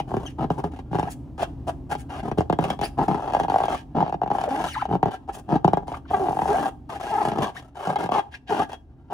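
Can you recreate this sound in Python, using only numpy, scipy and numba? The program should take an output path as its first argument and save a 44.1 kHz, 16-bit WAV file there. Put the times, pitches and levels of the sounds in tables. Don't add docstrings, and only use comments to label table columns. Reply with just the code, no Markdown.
import sys
import numpy as np
from scipy import signal
from scipy.fft import rfft, irfft, next_fast_len
from scipy.io import wavfile
from scipy.ndimage import uniform_filter1d
from numba import njit

SR = 44100
rng = np.random.default_rng(int(sys.argv[2]) if len(sys.argv) > 2 else 0)


def master_out(mix):
    frames = np.transpose(np.atleast_2d(mix))
    ceiling = np.clip(frames, -1, 1)
    pcm = np.round(ceiling * 32767).astype(np.int16)
    wavfile.write(sys.argv[1], SR, pcm)


N = 402633

# time in seconds, body peak in dB, low thump peak in dB, crackle in dB.
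FINGER_SLIPS = [(0.001, -13, -34, -37), (0.116, -18, -36, -66), (0.141, -13, -25.5, -52),
                (0.168, -16.5, -23, -47), (0.445, -19, -27.5, -68), (0.504, -9.5, -21.5, -43),
                (0.642, -14, -26.5, -46), (0.79, -31, -45, -55), (0.987, -13.5, -25, -46),
                (0.996, -11, -32, -40.5), (1.029, -14.5, -28, -44.5), (1.38, -28, -46, -52.5),
                (1.919, -17, -36, -40), (1.952, -17, -37, -44), (2.315, -15, -27.5, -45.5),
                (2.385, -11.5, -16.5, -39.5), (2.499, -7.5, -20, -42), (2.527, -11.5, -22, -40.5),
                (2.589, -7.5, -20.5, -40.5), (2.641, -12.5, -40, -34), (2.703, -10, -35, -32),
                (2.792, -19, -36, -46.5), (2.814, -13, -29.5, -36.5), (2.993, -10, -49.5, -60),
                (3.083, -10, -25, -41.5), (3.113, -10, -26, -49), (3.146, -12.5, -29, -46.5),
                (3.195, -17.5, -44, -67), (3.307, -17, -45, -51), (3.323, -21.5, -36, -46.5),
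                (3.336, -11.5, -41, -39.5), (3.349, -3.5, -38, -38), (3.367, -9, -35, -44.5),
                (3.399, -7.5, -35.5, -38), (3.409, -15, -29.5, -47), (3.435, -16, -34.5, -41),
                (3.448, -12.5, -36.5, -56), (3.483, -12.5, -36, -46.5), (3.5, -10.5, -32, -41),
                (3.519, -11.5, -37, -49), (3.542, -7, -36, -43), (3.56, -4, -36, -48),
                (3.585, -11.5, -44, -41), (3.603, -8.5, -38, -47), (3.618, -13, -39, -52.5),
                (3.637, -9, -35, -39.5), (3.656, -14.5, -41, -41), (3.683, -10.5, -44, -39),
                (3.971, -19, -23, -59.5), (4.005, -8, -34, -43), (4.027, -9, -34, -49),
                (4.079, -17, -37.5, -49.5), (4.096, -18, -39, -50.5), (4.125, -13.5, -36, -49),
                (4.142, -14.5, -33, -51.5), (4.217, -9, -35.5, -50), (4.234, -11.5, -30, -48),
                (4.261, -17, -42, -57), (4.277, -18.5, -37, -52), (4.303, -12.5, -34, -49.5),
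                (4.314, -8, -31, -44), (4.351, -11.5, -38, -56), (4.385, -12.5, -43, -46),
                (4.414, -15, -46, -42), (4.439, -13, -49, -41.5), (4.854, -15, -46, -46),
                (4.927, -15.5, -28.5, -50), (4.953, -10.5, -24, -51), (5.03, -3, -21.5, -42.5),
                (5.058, -9, -25, -48), (5.085, -19.5, -33, -53), (5.373, -28.5, -50, -62),
                (5.526, -14.5, -18.5, -53), (5.557, -21, -19.5, -47.5), (5.646, -2, -16, -40.5),
                (5.679, -5, -20, -40), (5.734, -3.5, -21, -40.5), (5.772, -8.5, -26.5, -44.5),
                (5.881, -18.5, -39, -48), (5.918, -18.5, -40, -51), (6.111, -14.5, -34, -68),
                (6.285, -11, -29, -49), (6.308, -13.5, -33, -60), (6.329, -15, -45, -52),
                (6.352, -25.5, -36.5, -64), (6.37, -12.5, -37, -57.5), (6.39, -9.5, -37.5, -46),
                (6.418, -10.5, -29.5, -42.5), (6.433, -18, -40, -54), (6.456, -11.5, -38, -51),
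                (6.584, -10, -33, -42), (6.657, -11, -59, -43), (7.252, -11, -30, -36.5),
                (7.274, -14, -28.5, -49), (7.286, -14, -32, -39), (7.318, -15.5, -29.5, -41),
                (7.386, -13.5, -24.5, -40), (7.872, -15, -35, -43), (7.902, -11.5, -49, -46),
                (7.959, -13.5, -45, -38.5), (8.04, -19, -29, -41), (8.06, -15.5, -36, -46),
                (8.091, -13, -33, -48), (8.594, -15, -28, -39), (8.732, -22, -58, -42)]
# start in seconds, length in seconds, level in dB,
# swell from start to end in dB, grip 0-1, speed 0-1, judder 0-1, fine hiss against rasp in dB.
SKIN_STROKES = [(0.078, 0.18, -39.5, 0, 0.95, 0.52, 0.49, -6.5),
                (0.383, 0.055, -28, 8, 0.89, 0.36, 0.22, -16.5),
                (0.512, 0.061, -43.5, -7.5, 0.9, .5, 0.45, -3), (0.58, 0.021, -28, 0.5, 0.9, 0.32, 0.1, -7),
                (0.638, 0.041, -36, -12.5, 0.98, 0.42, 0.02, -8),
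                (0.717, 0.086, -45, 1, 0.97, 0.78, 0.97, -9.5), (0.914, 0.043, -28, 8, 1, 0.37, 0, -13),
                (0.955, 0.14, -38, -2, 0.8, 0.63, 0.27, -8.5), (1.381, 0.051, -29, 17, 0.4, 0.73, 0, -9.5),
                (1.672, 0.024, -23, 0, 0.04, 0.33, 0, -3.5),
                (1.896, 0.032, -31.5, 15.5, 0, 0.74, 0.01, -4.5),
                (2.094, 0.11, -36, 2, 0.2, 0.8, 0.15, -11), (2.232, 0.061, -32, 2.5, 1, 0.45, 0.72, -8),
                (2.378, 0.033, -22, -6, 0.92, 0.29, 0.01, -8),
                (2.606, 0.13, -30, -2, 0.95, 0.62, 0.83, -10),
                (2.828, 0.031, -27, -13.5, 0.4, 0.98, 0.02, -22),
                (2.976, 0.052, -22, 1, 0.8, 0.2, 0.12, -15), (3.027, 0.032, -35, -4, 0.8, 0.65, 0.42, -5),
                (3.08, 0.083, -26, -3.5, 0.75, 0.33, 0.08, -11),
                (3.171, 0.13, -30, 3, 0.3, .35, 0.33, -10.5), (3.337, .12, -32, -4.5, 0.04, 0.46, 0.6, -9),
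                (3.498, 0.17, -33, 0, 0.45, 0.6, 0.51, -8.5), (3.69, 0.061, -26.5, 1, 0.5, 0.59, 0.02, -9),
                (3.951, 0.08, -24, -1, 0.76, 0.22, 0.08, -23), (4.041, 0.031, -30, 0, 0.1, 0.4, 0.03, -23),
                (4.332, 0.13, -31, -1, 0.46, 0.5, 0.5, -7.5), (4.487, 0.18, -29, 3.5, 0.41, 0.62, 0.25, -8),
                (4.887, 0.066, -27, 11.5, 1, 0.2, 0.36, -15), (5.061, 0.034, -30, -4.5, 1, 0.4, 0.24, -23),
                (5.111, 0.043, -32.5, 0, 0.1, 0.76, 0.43, -10),
                (5.276, 0.023, -33, 12.5, 0.2, 0.28, 0, -11), (5.342, 0.065, -43, -3.5, 0.7, 0.3, 0.57, -3),
                (5.486, 0.079, -24, 4, 0.63, 0.25, 0.01, -15.5),
                (5.649, .19, -38, -12, 0.97, 0.09, 0.34, -12), (5.872, .1, -39, 0, 0.43, 0.6, .5, -5),
                (6.106, 0.19, -29.5, -1, 0.5, 0.35, 0.15, -5), (6.291, .18, -35, 5.5, 0.6, 0.44, 0.24, 0),
                (6.475, 0.21, -26.5, -2, 0.39, 0.48, 0.44, -4),
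                (6.893, 0.081, -34.5, -0.5, 0.3, 0.76, 0.21, -8.5), (7, 0.11, -32, 0.5, 0.2, 0.8, 0.4, -8),
                (7.108, 0.19, -30.5, 2, 0.4, 0.62, 0.3, -6.5), (7.31, 0.11, -31, 7.5, 0.8, 0.51, 0.62, -11),
                (7.422, 0.024, -21.5, -3.5, 0.7, 0.89, 0.17, -10.5),
                (7.456, 0.04, -30.5, -3.5, 0.39, 0.65, 0, -10.5),
                (7.555, 0.14, -50, -13.5, 0.6, 0.67, 0.92, -3),
                (7.75, 0.11, -35.5, 13, 0.17, 0.71, 0.16, -9),
                (7.873, 0.063, -27, -5.5, 0.6, 0.46, 0.28, -7.5),
                (7.988, 0.079, -28.5, -8, 0.5, 0.65, 0.46, -10),
                (8.114, 0.08, -22.5, 0, 0.4, 0.65, 0.16, -14),
                (8.497, 0.14, -26.5, -0.5, 0.6, 0.68, 0.22, -11),
                (8.693, 0.057, -39.5, -6, 0.3, 0.86, 0.82, -10),
                (9.103, 0.036, -29, 5, 0.1, 0.31, 0, -14.5)]
# middle in seconds, half length in seconds, rasp in dB, fine hiss in dB.
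DRY_BRUSHES = [(0.279, 0.033, -54, -62), (1.119, 0.015, -58.5, -43), (2.004, 0.018, -58, -52.5),
               (2.855, 0.028, -53, -49), (3.749, .05, -45.5, -57.5), (4.675, 0.052, -43, -49.5),
               (4.789, 0.046, -47.5, -59), (5.349, .016, -54, -48), (5.389, 0.013, -61, -55),
               (6.098, 0.019, -52, -77), (7.577, 0.023, -48, -57), (8.345, 0.022, -48.5, -64),
               (8.49, 0.013, -43, -66)]
# start in seconds, length in seconds,
# first pitch in Hz, last pitch in Hz, ring in Hz, ring over the fundamental in dB, level in dB.
CREAKS_AND_GULP = [(3.963, 0.05, 156.6, 173.4, 790, -9, -24), (4.498, 0.07, 261.2, 288, 670, 1, -25),
                   (4.571, 0.047, 265.6, 392, 736, 4, -26), (6.131, 0.024, 427.3, 382.1, 777, 11, -13.5),
                   (6.185, 0.1, 419, 325, 730, -6, -27), (6.481, 0.057, 381, 454.8, 852.5, 1, -20),
                   (6.599, 0.07, 296.1, 275.1, 799.3, -20, -26), (7.108, 0.065, 461, 395, 850, 11, -21.5),
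                   (7.175, 0.015, 446, 400, 835, 13, -17.5), (7.199, .028, 467, 370, 820, 11, -18.5),
                   (7.955, .022, 399, 452, 860, 11, -19.5), (8.141, 0.072, 454, 383, 814, 15, -19.5),
                   (8.501, 0.037, 477, 381.8, 869.8, 0.5, -21), (8.587, 0.046, 365, 454, 839.5, 8.5, -19)]
# time in seconds, slip rate in Hz, level in dB.
THUMB_SQUEAL = [(4.68, 3096, -38), (4.72, 2990, -39), (4.742, 2015, -37.5), (4.754, 1397, -30),
                (4.766, 848.6, -17), (4.775, 827, -15.5), (4.786, 1068, -25.5), (4.811, 1593, -30),
                (4.819, 1048, -24.5), (4.827, 780, -17.5), (4.831, 700, -31)]
# start in seconds, length in seconds, first pitch in Hz, last pitch in Hz, level in dB.
SHORT_GLIDES = [(0.258, 0.0284, 3160, 2850, -38), (1.07, 0.019615, 661, 1000, -26),
                (2.828, .036, 2070, 2726, -39), (2.831, 0.038, 4311, 5428, -36.5),
                (4.464, 0.0307, 707.3, 489.9, -20.5), (4.647, 0.022, 789, 595.1, -28.5),
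                (4.666, 0.031, 1046, 1480, -36), (4.724, 0.033, 6200, 3310, -41.5),
                (5.284, 0.017, 560.1, 1980, -39), (5.932, 0.021, 560.6, 1890, -30),
                (6.051, .02, 1878, 560.3, -49), (6.534, 0.0385, 598.8, 826.9, -18.5),
                (7.551, 0.027, 850, 2410, -37), (8.337, 0.018, 1456, 2741, -39)]
# time in seconds, pitch in Hz, level in dB, time
# to fall by 60 dB in seconds.
THIN_RINGS = [(0.648, 419, -22, .11), (4.742, 2030, -34, .12), (6.524, 1605, -32.5, .3),
              (6.638, 1620, -28, .12), (7.075, 1620, -30, .1), (7.962, 3293, -44, 0.34),
              (8.617, 1654, -32, .14), (8.729, 3290, -44, 0.15)]
# centre in Hz, width in Hz, level against the direct sound in dB.
BALLOON_MODES = [(170, 50, -6), (410, 45, -7), (763, 90, -4), (1612, 30, 2), (2730, 68, -6),
                 (3285, 20, 1.5), (3805, 40, -5), (4540, 45, -4), (6196, 30, -6)]
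# frequency in Hz, gain in dB.
THUMP_COLOUR = [(30, -18.5), (70, 0.5), (135, 7), (250, 7), (420, 7), (560, -18), (900, -53)]
BODY_COLOUR = [(200, -40), (450, -5.5), (600, -1), (800, 1.5), (950, -1), (1100, -8), (1350, -12.5),
               (1900, -27.5), (2600, -37), (6000, -63.5)]
RASP_COLOUR = [(900, -72.5), (1620, 11), (2100, 1.5), (3000, 8.5), (4000, -1.5), (6000, -7), (7500, -22),
               (12000, -83.5)]
HISS_COLOUR = [(4000, -15.5), (6500, -7), (9500, -3), (12000, -15), (15000, -12)]
# frequency in Hz, phase in radians.
MICROPHONE_LEAD = [(0, 0), (700, .65), (1300, .6), (1650, 0), (2200, 1.6), (3300, 2.3), (4500, .6),
                   (6400, 0), (16000, -15.6)]
# frequency in Hz, gain in dB.
RUMBLE_COLOUR = [(30, -34), (43, 2.5), (58, -1), (78, 7), (98, -9.5), (125, 3), (195, -13.5), (275, -1),
                 (460, -24), (800, -26), (1500, -45.5), (12000, -64.5)]
# time in seconds, level in dB.
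RUMBLE_COURSE = [(0, -37), (2.4, -37), (5.3, -44), (6.8, -40.5), (7.7, -49), (9.1, -49)]

ATTACK_S, RELEASE_S = 0.009, 0.009
LINGER_DB, LINGER_S = -20, 0.035
FLUTTER_DB, FLUTTER_PER_GRIP_DB = -14.5, 16
RASP_DB, RASP_PER_SPEED_DB = -30, 20
JUDDER_HZ, JUDDER_SCATTER, JUDDER_DB = 40.24, 0.16, 18
BRUSH_BODY_DB = -2.5
REST_DB, REST_WANDER_DB, REST_RATE = -67, 6, 22
REST_RASP_DB, REST_HISS_DB = -15, -30.5
TOP_HZ = 15600


def slips(turns=1.9, ring_hz=780, ring_width_hz=280, damping=0.72, crack_s=0.0037,
          body_trim_db=-1, thump_trim_db=8, crack_trim_db=0.5,
          lead_s=0.001096, lap_s=0.00682, lap_db=-10, hiss_db=12):
    out, size = np.zeros(N), 4096
    f, t = freqs(size), np.arange(size) / SR
    chances = rng.standard_normal((len(FINGER_SLIPS), 5))
    for (s, body, thump, crack), chance in zip(FINGER_SLIPS, chances):
        turn_chance, phase_chance, ring_chance, hiss_chance, lap_chance = chance
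        lap_delay = lap_s * np.exp(0.146 * lap_chance)
        lap = 1 + undb(lap_db) * np.exp(-2j * np.pi * f * lap_delay)
        wave = dispersion(f, turns * np.exp(0.1505 * turn_chance)) * np.exp(2j * phase_chance) * lap
        grip = np.clip(damping * (thump - body + 14), -0.5, 2)
        ring = resonance(f, ring_hz * np.exp(0.052 * ring_chance), ring_width_hz * np.exp(grip))
        parts = ((shape(BODY_COLOUR, f) * (0.37 + ring), body + body_trim_db),
                 (shape(THUMP_COLOUR, f), thump + thump_trim_db))
        for spectrum, db in parts:
            chirp = irfft(spectrum * wave)
            add(out, s - lead_s, undb(db) * chirp[:size // 2] / np.abs(chirp).max())
        fine = undb(hiss_db + 0.5 * (crack - body) + 2 * hiss_chance)
        grit = rng.standard_normal(size) * np.exp(-t / crack_s)
        grit = filtered(grit, lambda f: shape(RASP_COLOUR, f) + fine * shape(HISS_COLOUR, f))
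        loudness = np.sqrt(np.mean(grit[t < 2 * crack_s] ** 2))
        add(out, s - lead_s, undb(crack + crack_trim_db) * grit / loudness)
    return out


def rubbing(slow_rate=190, fast_rate=560, stretch_db=4, uneven=0.5, scatter_db=3.0, turns=1.4,
            rasp_trim_db=-1, hiss_trim_db=3.5, grit_s=0.00042, smooth=0.3, apart_db=-5):
    chance = rng.standard_normal((6000, 2))
    body, flutter, rasp, hiss = hands()
    speed = np.clip((rasp - body + 25) / 8, 0, 1)
    travel = np.cumsum(slow_rate * (fast_rate / slow_rate) ** speed) / SR
    at = np.searchsorted(travel, np.cumsum(np.exp(uneven * chance[:, 0])))
    inside = at < N
    pulses = np.bincount(at[inside], undb(scatter_db * chance[inside, 1]), N)
    gate = signal.lfilter([1], [1, -np.exp(-1 / (grit_s * SR))], pulses) + smooth

    def layer(drive, colour, db, window_s=0.042):
        x = filtered(drive, lambda f: shape(colour, f) * dispersion(f, turns))
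        power = uniform_filter1d(x * x, int(window_s * SR) + 1)
        return x / np.sqrt(np.abs(power) + 1e-3 * power.mean()) * undb(db)

    skin_hz = 770 * np.exp(0.14 * walk(28, N))
    skin = 0.54 * pulses + moving_mode(pulses, skin_hz, 120.0)
    stretch_hz = 1280 * np.exp(0.23 * walk(28, N))
    skin += undb(stretch_db) * moving_mode(pulses * speed, stretch_hz, 150.0)
    firmness = np.clip((flutter - body + 11) / 13, 0, 1)
    filling_hz = 360 * (135 / 360) ** firmness * np.exp(0.25 * walk(27, N))
    filling = 0.5 * pulses + moving_mode(pulses, filling_hz, 98.0)
    grit = gate * (rng.standard_normal(N) + undb(apart_db) * rng.standard_normal((2, N)))
    return (layer(skin, BODY_COLOUR, body) + layer(filling, THUMP_COLOUR, flutter)
            + layer(grit, RASP_COLOUR, rasp + rasp_trim_db) + layer(grit, HISS_COLOUR, hiss + hiss_trim_db))


def hands():
    power = np.zeros((4, N))
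    chances = rng.standard_normal((len(SKIN_STROKES), 24))
    for (s, length, db, swell, grip, speed, judder, hiss), chance in zip(SKIN_STROKES, chances):
        t = np.arange(int((length + 5 * LINGER_S) * SR)) / SR - ATTACK_S / 2
        after = np.maximum(t - length, 0)
        onset = np.clip(t / ATTACK_S + 0.5, 0, 1)
        fade = np.maximum(np.exp(-after / RELEASE_S), undb(LINGER_DB) * np.exp(-after / LINGER_S))
        catches = np.cumsum(np.r_[0, np.exp(JUDDER_SCATTER * chance)]) / JUDDER_HZ
        cycle = np.interp(np.minimum(t, length), catches, np.arange(len(catches))) % 1
        shudder = uniform_filter1d(undb(-JUDDER_DB * judder * cycle), size=128)
        shudder = shudder / np.sqrt(np.mean(shudder[t < length] ** 2))
        push = onset * fade * shudder * undb(db + swell * (np.clip(t / length, 0, 1) - 0.5))
        flutter = FLUTTER_DB + FLUTTER_PER_GRIP_DB * grip
        rasp = RASP_DB + RASP_PER_SPEED_DB * speed
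        for layer, share in zip(power, (0, flutter, rasp, rasp + hiss)):
            add(layer, s - ATTACK_S / 2, (push * undb(share)) ** 2)
    for s, half, rasp, hiss in DRY_BRUSHES:
        arch = np.hanning(int(4 * half * SR)) ** 2
        for layer, db in ((power[0], rasp + BRUSH_BODY_DB), (power[2], rasp), (power[3], hiss)):
            add(layer, s - 2 * half, arch * undb(db) ** 2)
    shares = undb([[0], [0], [REST_RASP_DB], [REST_HISS_DB]])
    rest = undb(REST_DB + REST_WANDER_DB * walk(REST_RATE, N)) * shares
    return 10 * np.log10(power + rest ** 2)


def creaks_and_gulp(jitter=0.017, shimmer_db=3, fall_db_per_octave=-15, ring_width_hz=330, ring_drift=0.053,
                    trim_db=-2):
    out, k = np.zeros(N), np.arange(1, 13)[:, None]
    for s, length, first, last, ring_hz, ring_db, db in CREAKS_AND_GULP:
        size = int(length * SR)
        hz = np.geomspace(first, last, size) * (1 + jitter * walk(293, size))
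        ring = resonance(k * hz, ring_hz * np.exp(ring_drift * walk(40, size)), ring_width_hz) ** 2
        gain = undb(fall_db_per_octave * np.log2(k)) + undb(ring_db) * ring
        turning = np.exp(2j * np.pi * k * np.cumsum(hz) / SR)
        tone = np.imag(gain * turning).sum(axis=0)
        tone = unit(tone * undb(shimmer_db * walk(200, size)))
        add(out, s, tone * signal.windows.tukey(size, 0.5) * undb(db + trim_db))
    return out


def squeal_and_squeaks(squeal_trim_db=-4.0, short_trim_db=-2):
    hz, db = curves(THUMB_SQUEAL)
    t = np.arange(N) / SR
    sounding = (t > THUMB_SQUEAL[0][0]) * (t < THUMB_SQUEAL[-1][0])
    out = wavering_tone(hz) * undb(db + squeal_trim_db) * sounding
    for s, length, first, last, db in SHORT_GLIDES:
        size = int(length * SR)
        glide = wavering_tone(np.geomspace(first, last, size))
        add(out, s, glide * signal.windows.tukey(size, 0.5) * undb(db + short_trim_db))
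    return out


def wavering_tone(hz, jitter=0.045, shimmer_db=4.5, second_db=-14, fall_db=-8, sharpen_db=7):
    phase = 2 * np.pi * np.cumsum(hz * (1 + jitter * walk(500, len(hz)))) / SR
    overtones = sum(undb(second_db + fall_db * k) * np.sin((k + 2) * phase) for k in range(3))
    sharpness = undb(sharpen_db * np.log2(hz / 1500))
    return unit((np.sin(phase) + sharpness * overtones) * undb(shimmer_db * walk(450, len(hz))))


def thin_rings(attack_s=0.0042):
    out, t = np.zeros(N), np.arange(SR // 2) / SR
    for s, hz, db, t60 in THIN_RINGS:
        swell = 1 - np.exp(-t / attack_s)
        decay = np.exp(-np.log(1000) * t / t60)
        add(out, s, np.sin(2 * np.pi * hz * t) * swell * decay * undb(db))
    return out


def balloon(x, output_db=-2.0, drift=0.29, touch_db=2.2, touch_rate=14):
    out = x.copy()
    for hz, width, db in BALLOON_MODES:
        answer = undb(db + touch_db * walk(touch_rate, N))
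        centre = hz + drift * width * walk(touch_rate, N)
        out += np.array([moving_mode(channel * answer, centre, float(width)) for channel in x])
    return undb(output_db) * out


def room(x, t60_s=0.34, wet_db=-17, early_s=0.0094, early_db=-12, shift_rate=7, count=4):
    def microphones(f):
        turn = np.exp(0.5j * np.interp(f, *np.transpose(MICROPHONE_LEAD)))
        lean = shape([(300, 0.0028), (700, 0.27), (1300, 3.672), (8000, 0.026)], f)
        return np.array([turn * lean, 1 / (turn * lean)])

    def echoes(source, envelope):
        echo = rng.standard_normal(len(envelope)) * envelope
        return signal.oaconvolve(source, echo / np.linalg.norm(echo))[:N]

    t = np.arange(SR // 2) / SR
    tail = np.exp(-np.log(1000) * t / t60_s) * (t > 0.006)
    early = (np.exp(-t / early_s) * (t > 0.001))[:SR // 10]
    out = filtered(x, microphones)
    upper = filtered(x, lambda f: shape([(300, 3.9), (900, 0.5), (2000, 15.87), (12000, 0.9)], f))
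    poses = np.array([walk(shift_rate, N) for _ in range(count)])
    poses /= np.linalg.norm(poses, axis=0)
    for k, channel in enumerate(out):
        channel += undb(wet_db) * echoes(x[k], tail)
        channel += undb(early_db) * sum(echoes(upper[k] * pose, early) for pose in poses)
    return out


def rumble(side_db=-16, waver_db=1.0):
    mid, side = (unit(filtered(rng.standard_normal(N), lambda f: shape(RUMBLE_COLOUR, f))) for _ in range(2))
    level = undb(curves(RUMBLE_COURSE)[0] + waver_db * walk(6, N))
    return (mid + undb(side_db) * np.array([side, -side])) * level


@njit
def moving_mode(x, hz, width):
    y, band, low = np.empty(len(x)), 0., 0.
    for i in range(len(x)):
        g, k = np.tan(np.pi * hz[i] / SR), width / hz[i]
        v = (band + g * (x[i] - low)) / (1 + g * (g + k))
        band, low, y[i] = 2 * v - band, low + 2 * g * v, k * v
    return y


def resonance(f, hz, width):
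    return 1 / (1 + 1j * (f * f - hz * hz) / (f * width))


def dispersion(f, turns):
    return np.exp(-2j * np.pi * turns * np.log(f + 30))


def walk(rate, size):
    knots = rng.standard_normal(int(size / SR * rate) + 2)
    return np.interp(np.arange(size) / SR * rate, np.arange(len(knots)), knots)


def undb(db):
    return 10 ** (np.asarray(db) / 20)


def unit(x):
    return x / np.sqrt(np.mean(x ** 2))


def curves(table):
    s, *columns = np.transpose(table)
    return [np.interp(np.arange(N) / SR, np.sort(s), c) for c in columns]


def freqs(size):
    return np.maximum(np.arange(size // 2 + 1) * SR / size, 1)


def shape(points, f):
    hz, db = np.transpose(points)
    return undb(np.interp(np.log(f), np.log(hz), db))


def filtered(x, response):
    size = next_fast_len(x.shape[-1] + 4096, True)
    return irfft(rfft(x, size) * response(freqs(size)), size)[..., :x.shape[-1]]


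def add(out, s, x):
    i = max(int(s * SR), 0)
    out[i:i + len(x)] += x[:max(len(out) - i, 0)]


def scene():
    handling = slips() + rubbing() + creaks_and_gulp() + squeal_and_squeaks()
    return room(balloon(handling)) + thin_rings() + rumble()


def record(dry):
    return signal.sosfilt(signal.ellip(8, 0.2, 70, TOP_HZ, fs=SR, output="sos"), dry)


dry = scene()
out = record(dry)
master_out(out)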